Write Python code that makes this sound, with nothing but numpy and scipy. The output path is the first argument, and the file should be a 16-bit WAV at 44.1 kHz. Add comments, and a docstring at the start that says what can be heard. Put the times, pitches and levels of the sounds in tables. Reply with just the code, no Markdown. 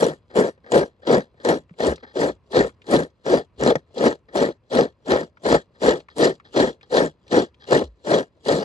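"""Half a coconut is pushed down over a toothed steel scraper, nearly three strokes a second, in the open air.
The teeth stick and slip in the flesh: random impulses, shaped by the push, ring modes of shell, stand and blade.
Between strokes the shell rubs and ticks on the teeth as bursts of slips and band-passed noise.
The stand thuds on the sand as damped low modes; shaped noise makes the hush of the open air.
A close pair of microphone ports listens from the side."""
import sys
import numpy as np
from scipy import signal
from scipy.fft import rfft, irfft, next_fast_len
from scipy.io import wavfile

SR = 44100
rng = np.random.default_rng(int(sys.argv[2]) if len(sys.argv) > 2 else 0)


def unload_audio(sound):
    """Save the sound as a 16-bit wav file, at the path given as the first command line argument."""
    columns = np.transpose(np.atleast_2d(sound))
    # keep every value between -1 and 1, then stretch to whole-number steps
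    steps = np.round(np.clip(columns, -1, 1) * 32767)
    wavfile.write(sys.argv[1], SR, steps.astype(np.int16))


N = 381024

# strokes: bite_s, lower_s (before bite), rise_s (to full push), ease_s, full_push_db, bite_rel_full_db,
#          eased_rel_full_db, rasp_rel_push_db, bright_db (extra treble of the rasp)
STROKES = [(0.0, 0.025, 0.029, 0.097, -16, -4.0, -17.5, -16.5, 5.5),
           (0.356, 0.0093, 0.033, 0.097, -13.5, -9.5, -15.0, -19.0, 5.5),
           (0.724, 0.019, 0.033, 0.081, -10.5, -13, -15.5, -18.5, 3),
           (1.077, 0.016, 0.062, 0.064, -11, -9.5, -15.0, -21.0, -3),
           (1.451, 0.014, 0.044, 0.071, -12, -15.5, -14, -19.0, 4),
           (1.803, 0.023, 0.072, 0.056, -15.5, -8.5, -13.5, -17.5, 1.5),
           (2.162, 0.019, 0.059, 0.079, -14, -11.5, -13, -17.5, 1),
           (2.532, 0.022, 0.038, 0.096, -12, -15, -16.5, -18, 0.8),
           (2.887, 0.022, 0.052, 0.094, -12, -15.5, -16, -17.5, 2),
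           (3.264, 0.022, 0.077, 0.063, -15, -7, -15.0, -18.5, -3.7),
           (3.61, 0.023, 0.096, 0.039, -11, -13, -25, -19, -4.5),
           (3.973, 0.025, 0.09, 0.062, -13, -14, -13.5, -18.5, -0.5),
           (4.353, 0.023, 0.074, 0.074, -15.5, -3.5, -14.5, -19, 0.5),
           (4.725, 0.022, 0.069, 0.067, -12.5, -9.5, -18, -20, -2),
           (5.079, 0.021, 0.04, 0.11, -12.5, -13.5, -16.5, -18.5, 0),
           (5.456, 0.025, 0.095, 0.032, -11.5, -7.5, -17, -18, -4),
           (5.825, 0.02, 0.058, 0.082, -11.5, -8.5, -18, -17, -4),
           (6.186, 0.023, 0.052, 0.07, -9.5, -12.5, -14, -16.5, 1),
           (6.553, 0.025, 0.046, 0.095, -11.5, -11, -14.5, -16.5, -2.8),
           (6.921, 0.019, 0.065, 0.08, -12.0, -11.5, -14, -17.0, -1.8),
           (7.32, 0.019, 0.053, 0.06, -10.0, -10, -16, -18.5, -10),
           (7.693, 0.021, 0.048, 0.084, -9, -19.5, -19, -17, -2.5),
           (8.073, 0.024, 0.066, 0.076, -11.0, -13.5, -16.5, -17.5, -5),
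           (8.463, 0.023, 0.042, 0.12, -13.5, -15, -13, -16, -3.3)]
# teeth catching hard in the flesh: start_s, knock_db, crack_rel_knock_db
CATCHES = [(0.356, -11, -12.5), (0.719, -2.5, -13), (0.736, 0.5, -33), (1.071, -9, -7), (1.105, -5, -37),
           (1.449, -5, -7), (1.488, 1.5, -8.5), (2.571, -11, -41), (2.606, -5, -22), (3.611, -27.5, 0),
           (3.624, -1.5, -31.5), (3.755, 3, -17.5), (4.058, -2, -25), (4.419, -19.5, -36), (4.75, -4, -9.5),
           (4.788, -1.5, -46), (5.457, -18, -27), (5.819, -7.5, -49), (5.86, 1.5, -29.5),
           (6.213, -4.5, -33), (6.563, -3.5, -29), (6.6, 1, -29), (6.957, -9, -24.5), (6.979, -1, -37),
           (7.329, -16.5, -17), (7.722, 3, -34.5), (8.114, 0, -36), (8.462, -12.5, -26), (8.489, 0, -11)]
# light ticks of shell on teeth between strokes: start_s, level_db, pitch_hz, body_rel_tick_db
TOUCHES = [(0.5771, -58.5, 1800, 21), (1.3433, -58, 1195, 17), (1.694, -45, 1570, 0),
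           (1.7074, -48, 1210, 2), (1.7384, -51, 1570, 7), (1.9582, -39, 4220, -11),
           (1.9794, -39.5, 1490, -10), (2.6918, -33.5, 1400, -9.5), (2.818, -42, 2330, -8),
           (5.3712, -37, 1270, -13), (5.9599, -55.5, 4030, 6), (6.002, -38.5, 2900, 9),
           (6.0854, -31, 1410, -16), (6.3999, -34, 1350, -32), (6.8105, -41.5, 2100, -9),
           (7.2799, -43.5, 3490, -8), (7.544, -49.5, 2600, -12)]
# light rubs of shell along teeth: start_s, length_s, rasp_db, push_rel_rasp_db
RUBS = [(0.2957, 0.064, -56, 11.5), (0.6355, 0.088, -58.5, 14.5), (1.0176, 0.053, -52.5, 5),
        (1.36, 0.058, -65, 8), (1.396, 0.028, -50.5, 4), (1.965, .045, -54.5, -4), (2.0235, 0.015, -49, 13),
        (2.0617, .06, -52, -2), (2.8383, .03, -56, 1.5), (4.2822, .05, -61.5, 13),
        (5.7409, 0.03, -61.5, 6.5), (6.0975, 0.027, -50.5, -13.5), (6.4428, 0.04, -52, -5),
        (6.8214, 0.017, -52, -11), (7.2629, 0.042, -56.5, -14.5), (7.5971, 0.049, -48.5, -17)]
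# dull thuds of the stand on the sand: start_s, level_db, pitch_hz
THUDS = [(0.741, -4, 61), (1.14, -18, 60.5), (1.71, -11.5, 169), (1.875, 5.5, 66.5), (2.299, -14.5, 59.2),
         (2.6, -4.5, 59), (3.58, -7, 61), (5.51, -4.5, 59.7), (5.861, -3.5, 60.4), (7.83, -4, 73.4),
         (7.87, -8.5, 56)]
# modes of shell, its air and the stand: pitch_hz, width_hz (per resonance pass), level_db
SHELL_MODES = [(62, 65, -23), (158, 49, -10.5), (250.4, 136, -3), (368, 194, 0), (466.6, 255, 2.5),
               (640, 580, -19), (804, 130, -16), (1220, 180, -16.5), (1618, 120, -11), (1821, 180, -11)]
# modes of blade and hard shell: pitch_hz, width_hz (per resonance pass), level_db
BLADE_MODES = [(2320, 500, -18), (2906, 290, -6.5), (3340, 350, -3), (4040, 760, -1.5), (4733, 600, -6),
               (5640, 570, -8.5), (6260, 250, -12.5), (7200, 1300, -7.5), (8400, 3700, -10.5),
               (10600, 1800, -21), (14000, 3500, -32.5)]
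# spectral shape of the open-air hush: freq_hz, relative_density_db
AIR_SHAPE = [(15, -40.5), (25, -6.5), (74, 17), (488, -5.5), (797, -12), (1010, -4), (1520, -16),
             (2680, -17), (3300, -26.5), (7160, -40.5), (12000, -42.5), (15600, -72), (22000, -120)]
# phase by which the left port, nearer the scraper, leads: freq_hz, lead_rad
PORT_LEAD = [(0, 0), (200, 0.44), (500, 0.7137), (1290, 1.55), (1640, 3.5), (2070, 4), (2600, 8.0),
             (4000, 7.5), (5000, 5.6), (6000, 5.5), (16000, 8)]
# left port level against right: freq_hz, left_rel_right_db
PORT_LEVEL = [(60, 0.5), (110, 0.0), (200, 1), (380, 1.5), (700, 5), (1290, 2.5), (2380, 3.5), (4400, 3),
              (8120, -4), (15000, 1.5)]

# contact stages: push against full push, and extra rasp
HOVER_S, HOVER_DB, LOWER_DB = 0.012, -49, -33
LIFT_S, LIFT_DB = 0.038, -41.5
CLEAR_S, CLEAR_DB = 0.059, -69
RASP_LOWERED_DB, RASP_BITE_DB, RASP_EASED_DB, RASP_LIFTED_DB = 9.5, 1.5, -1.5, 7
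TOUCH_OCTAVES, TOUCH_T60_S, TOUCH_SPAN_S = 1.05, 0.037, 0.1
RUB_RISE_S, RUB_T60_S, RUB_SPAN_S = 0.004, 0.08, 0.25
BRUSH_DB, BRUSH_SWING_DB = -66, 3  # before its gain into each body
THUD_WIDTH_SHARE = 0.33  # width per resonance pass / pitch
AIR_DB, AIR_SWING_DB = -61, 1.5
CUTOFF_HZ = 15750


def amp(db):
    """Amplitude from dB."""
    return 10 ** (np.asarray(db) / 20)


def rms_one(x):
    """Scale to rms 1."""
    return x / np.sqrt(np.mean(np.abs(x) ** 2) + 1e-20)


def in_time(rows):
    """Table columns joined by straight lines; first column is time in s."""
    s, *columns = np.transpose(rows)
    return np.array([np.interp(np.arange(N) / SR, s, c) for c in columns])


def drift(rate_hz):
    """Slow random drift, rms 1: two-pole low-passed noise, drawn at every 20th sample."""
    step, settle = 20, 2000
    pole = np.exp(-2 * np.pi * rate_hz * step / SR)
    noise = rng.standard_normal(N // step + settle + 2)
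    slow = signal.lfilter([1], [1, -2 * pole, pole * pole], noise)[settle:]
    return np.interp(np.arange(N) / step, np.arange(len(slow)), rms_one(slow))


def slips(per_s, spread_db):
    """Stick-slip releases: impulses at random times, of uneven size and sign; rms 1."""
    excess_db = spread_db * np.minimum(rng.exponential(1, N), 4.2)
    sizes = amp(excess_db) * rng.choice([-1, 1], N)
    happens = rng.random(N) < per_s / SR
    return rms_one(sizes * happens)


def clicks(times_s, levels_db):
    """One impulse at each time."""
    out = np.zeros(N)
    np.add.at(out, (np.asarray(times_s) * SR).astype(int), amp(levels_db))
    return out


def dying(impulses, time_s):
    """Each impulse sets in at once and decays exponentially; time_s is the 1/e time."""
    return signal.lfilter([1], [1, -np.exp(-1 / (time_s * SR))], impulses)


def ring(force, hz, width_hz, db):
    """One damped mode with steep flanks: a resonance applied twice."""
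    r = np.exp(-np.pi * width_hz / SR)
    top = (1 - r * r) / 2
    section = [top, 0, -top, 1, -2 * r * np.cos(2 * np.pi * hz / SR), r * r]
    return amp(db) * signal.sosfilt([section, section], force) / np.sqrt(top)


def air():
    """Hush of shaped noise, partly alike at both ports, its level drifting slightly."""
    hz, level_db = np.transpose(AIR_SHAPE)
    bins_hz = np.fft.rfftfreq(N, 1 / SR)
    shape = amp(np.interp(np.log(bins_hz + 1), np.log(hz), level_db))
    common, left, right = irfft(shape * rfft(rng.standard_normal((3, N))), N)
    hush = rms_one(common + 0.36 * np.array([left, right]))
    return amp(AIR_DB + AIR_SWING_DB * drift(4)) * hush


def stand():
    """Soft pushes into the stand ring low modes; the sand damps them."""
    return sum(ring(clicks([s], db), hz, THUD_WIDTH_SHARE * hz, db=1) for s, db, hz in THUDS)


def ports(x):
    """Each port hears the source with its own level and phase: half the difference up, half down."""
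    size = next_fast_len(N + 2048)
    hz = np.fft.rfftfreq(size, 1 / SR)
    half = np.array([[0.5], [-0.5]])
    level_hz, left_db = np.transpose(PORT_LEVEL)
    level_db = np.interp(np.log(hz + 1), np.log(level_hz), left_db)
    lead_rad = np.interp(hz, *np.transpose(PORT_LEAD))
    response = amp(half * level_db) * np.exp(1j * half * lead_rad)
    return irfft(rfft(x, size) * response, size)[:, :N]


def touches():
    """Each touch is a decaying noise tick in a band around its pitch, plus its unfiltered force on the shell."""
    age_s = np.arange(round(TOUCH_SPAN_S * SR)) / SR
    edge = 2 ** (TOUCH_OCTAVES / 2)
    ticks, under = np.zeros(N), np.zeros(N)
    for s, db, hz, body_db in TOUCHES:
        rustle = amp(db - 60 * age_s / TOUCH_T60_S) * rng.standard_normal(len(age_s))
        band = signal.butter(2, [hz / edge, hz * edge], "band", fs=SR, output="sos")
        at = round(s * SR)
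        span = slice(at, at + len(age_s))
        ticks[span] += signal.sosfilt(band, rustle) / np.sqrt(edge - 1 / edge)
        under[span] += amp(body_db) * rustle
    return ticks, under


def rubs():
    """Push and rasp envelopes of the rubs: each sets in quickly, holds unevenly and fades."""
    t = np.arange(N) / SR
    force = np.zeros((2, N))
    for s, length_s, db, push_db in RUBS:
        span = slice(round(s * SR), round((s + RUB_SPAN_S) * SR))
        age_s = t[span] - s
        fade_db = 60 * np.maximum(age_s - length_s, 0) / RUB_T60_S
        rise = np.clip(age_s / RUB_RISE_S, 0, 1)
        force[:, span] += rise * amp(db - fade_db + np.array([[push_db], [0]]))
    return force * amp(2.5 * drift(30))


def contact():
    """Push, rasp-to-push and brightness in dB; light contact mostly rasps more per push than full contact."""
    rows = []
    for bite, lower, rise, ease, full_db, bite_db, eased_db, rasp_db, bright_db in STROKES:
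        full = bite + rise
        eased = full + ease
        lifted = eased + LIFT_S
        stages = [(bite - lower - HOVER_S, HOVER_DB, RASP_LOWERED_DB),
                  (bite - lower, LOWER_DB, RASP_LOWERED_DB),
                  (bite, bite_db, RASP_BITE_DB),
                  (full, 0, 0),
                  (eased, eased_db, RASP_EASED_DB),
                  (lifted, LIFT_DB, RASP_LIFTED_DB),
                  (lifted + CLEAR_S, CLEAR_DB, RASP_LIFTED_DB)]
        rows += [(s, full_db + db, rasp_db + extra_db, bright_db) for s, db, extra_db in stages]
    return in_time(rows)


def body(modes, envelope, shared, blows, own_share, per_s, patchy_db):
    """Teeth bite at many shifting spots: each mode gets common slips, slips of its group, and the blows."""
    others = [slips(per_s, spread_db=3.0) for _ in range(3)]
    forces = [np.sqrt(1 - own_share) * shared + np.sqrt(own_share) * other for other in others]
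    out = np.zeros(N)
    for k, mode in enumerate(modes):
        patchy = envelope * amp(patchy_db * drift(21))
        out += ring(patchy * forces[k % 3] + blows, *mode)
    return out


def grating():
    """Strokes, hard catches, rubs and light touches drive the modes of shell and blade."""
    push_db, rasp_db, bright_db = contact()
    s, knock_db, crack_db = np.transpose(CATCHES)
    knocks, cracks = clicks(s, knock_db), clicks(s, knock_db + crack_db)
    rub_push, rub_rasp = rubs()
    ticks, under = touches()
    shared = slips(1000, spread_db=5.0)
    brush = amp(BRUSH_DB + BRUSH_SWING_DB * drift(3))  # faint, comes and goes

    # stick and slip makes the force come in bursts
    judder = amp(1.1 * drift(54))
    # single teeth snap free
    snaps = dying(np.abs(slips(110, spread_db=2.0)), time_s=0.0011)
    teeth = 1.013 + 0.4 * rms_one(snaps)
    # a catch tears on for a moment
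    push = judder * (amp(push_db) + amp(-8.5) * rub_push)
    push = push + amp(-15.5) * dying(knocks, time_s=0.0059)
    rasp = judder * teeth * amp(push_db + rasp_db)
    rasp = rasp + amp(-13.5) * dying(cracks, time_s=0.0032)

    shell_blows = amp(6) * knocks + amp(-9.5) * under
    shell = body(SHELL_MODES, push + amp(-9.5) * brush, shared, shell_blows,
                 own_share=0.69, per_s=1600, patchy_db=2.5)
    blade = body(BLADE_MODES, rasp, shared, amp(1.5) * cracks, own_share=0.62, per_s=5000, patchy_db=3.0)
    treble = signal.sosfilt(signal.butter(2, 6500, "high", fs=SR, output="sos"), blade)
    blade = blade + (amp(bright_db) - 1) * treble

    # rubs and cracks also ring the thin rim of the shell
    rim_force = teeth * (amp(3.0) * rub_rasp + amp(-1.5) * rub_push)
    shell = shell + body(SHELL_MODES[6:], rim_force, shared, amp(4) * cracks,
                         own_share=0.5, per_s=730, patchy_db=2.0)
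    # a light contact is soft and rings only the freest modes of the blade
    light_force = teeth * (amp(-5.5) * rub_rasp + amp(-18.0) * brush)
    blade = blade + body(BLADE_MODES[2:5], light_force, shared, 0,
                         own_share=0.46, per_s=900, patchy_db=0.5)
    # teeth on the far rim ring the middle modes of the blade in opposite sense at the two ports
    far_rim = body(BLADE_MODES[1:8], rasp, shared, 0, own_share=1, per_s=4000, patchy_db=3.5)

    alike = amp(-2.5) * shell + amp(-3.0) * blade + amp(4) * ticks
    return ports(alike + amp(-9.0) * far_rim * [[1], [-1]])


def scene():
    """Open air, thuds of the stand, and the grating."""
    return air() + stand() + grating()


def record(dry):
    """Deepest bass cut, treble dulled, peaks rounded, then a steep cut of the top."""
    low_cut = signal.sosfilt(signal.butter(3, 45, "high", fs=SR, output="sos"), dry)
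    dull = signal.sosfilt(signal.butter(2, 9000, fs=SR, output="sos"), low_cut)
    rounded = 0.95 * np.tanh(dull / 0.95)
    return signal.sosfilt(signal.cheby2(16, 60, CUTOFF_HZ, fs=SR, output="sos"), rounded)


dry = scene()
out = record(dry)
unload_audio(out)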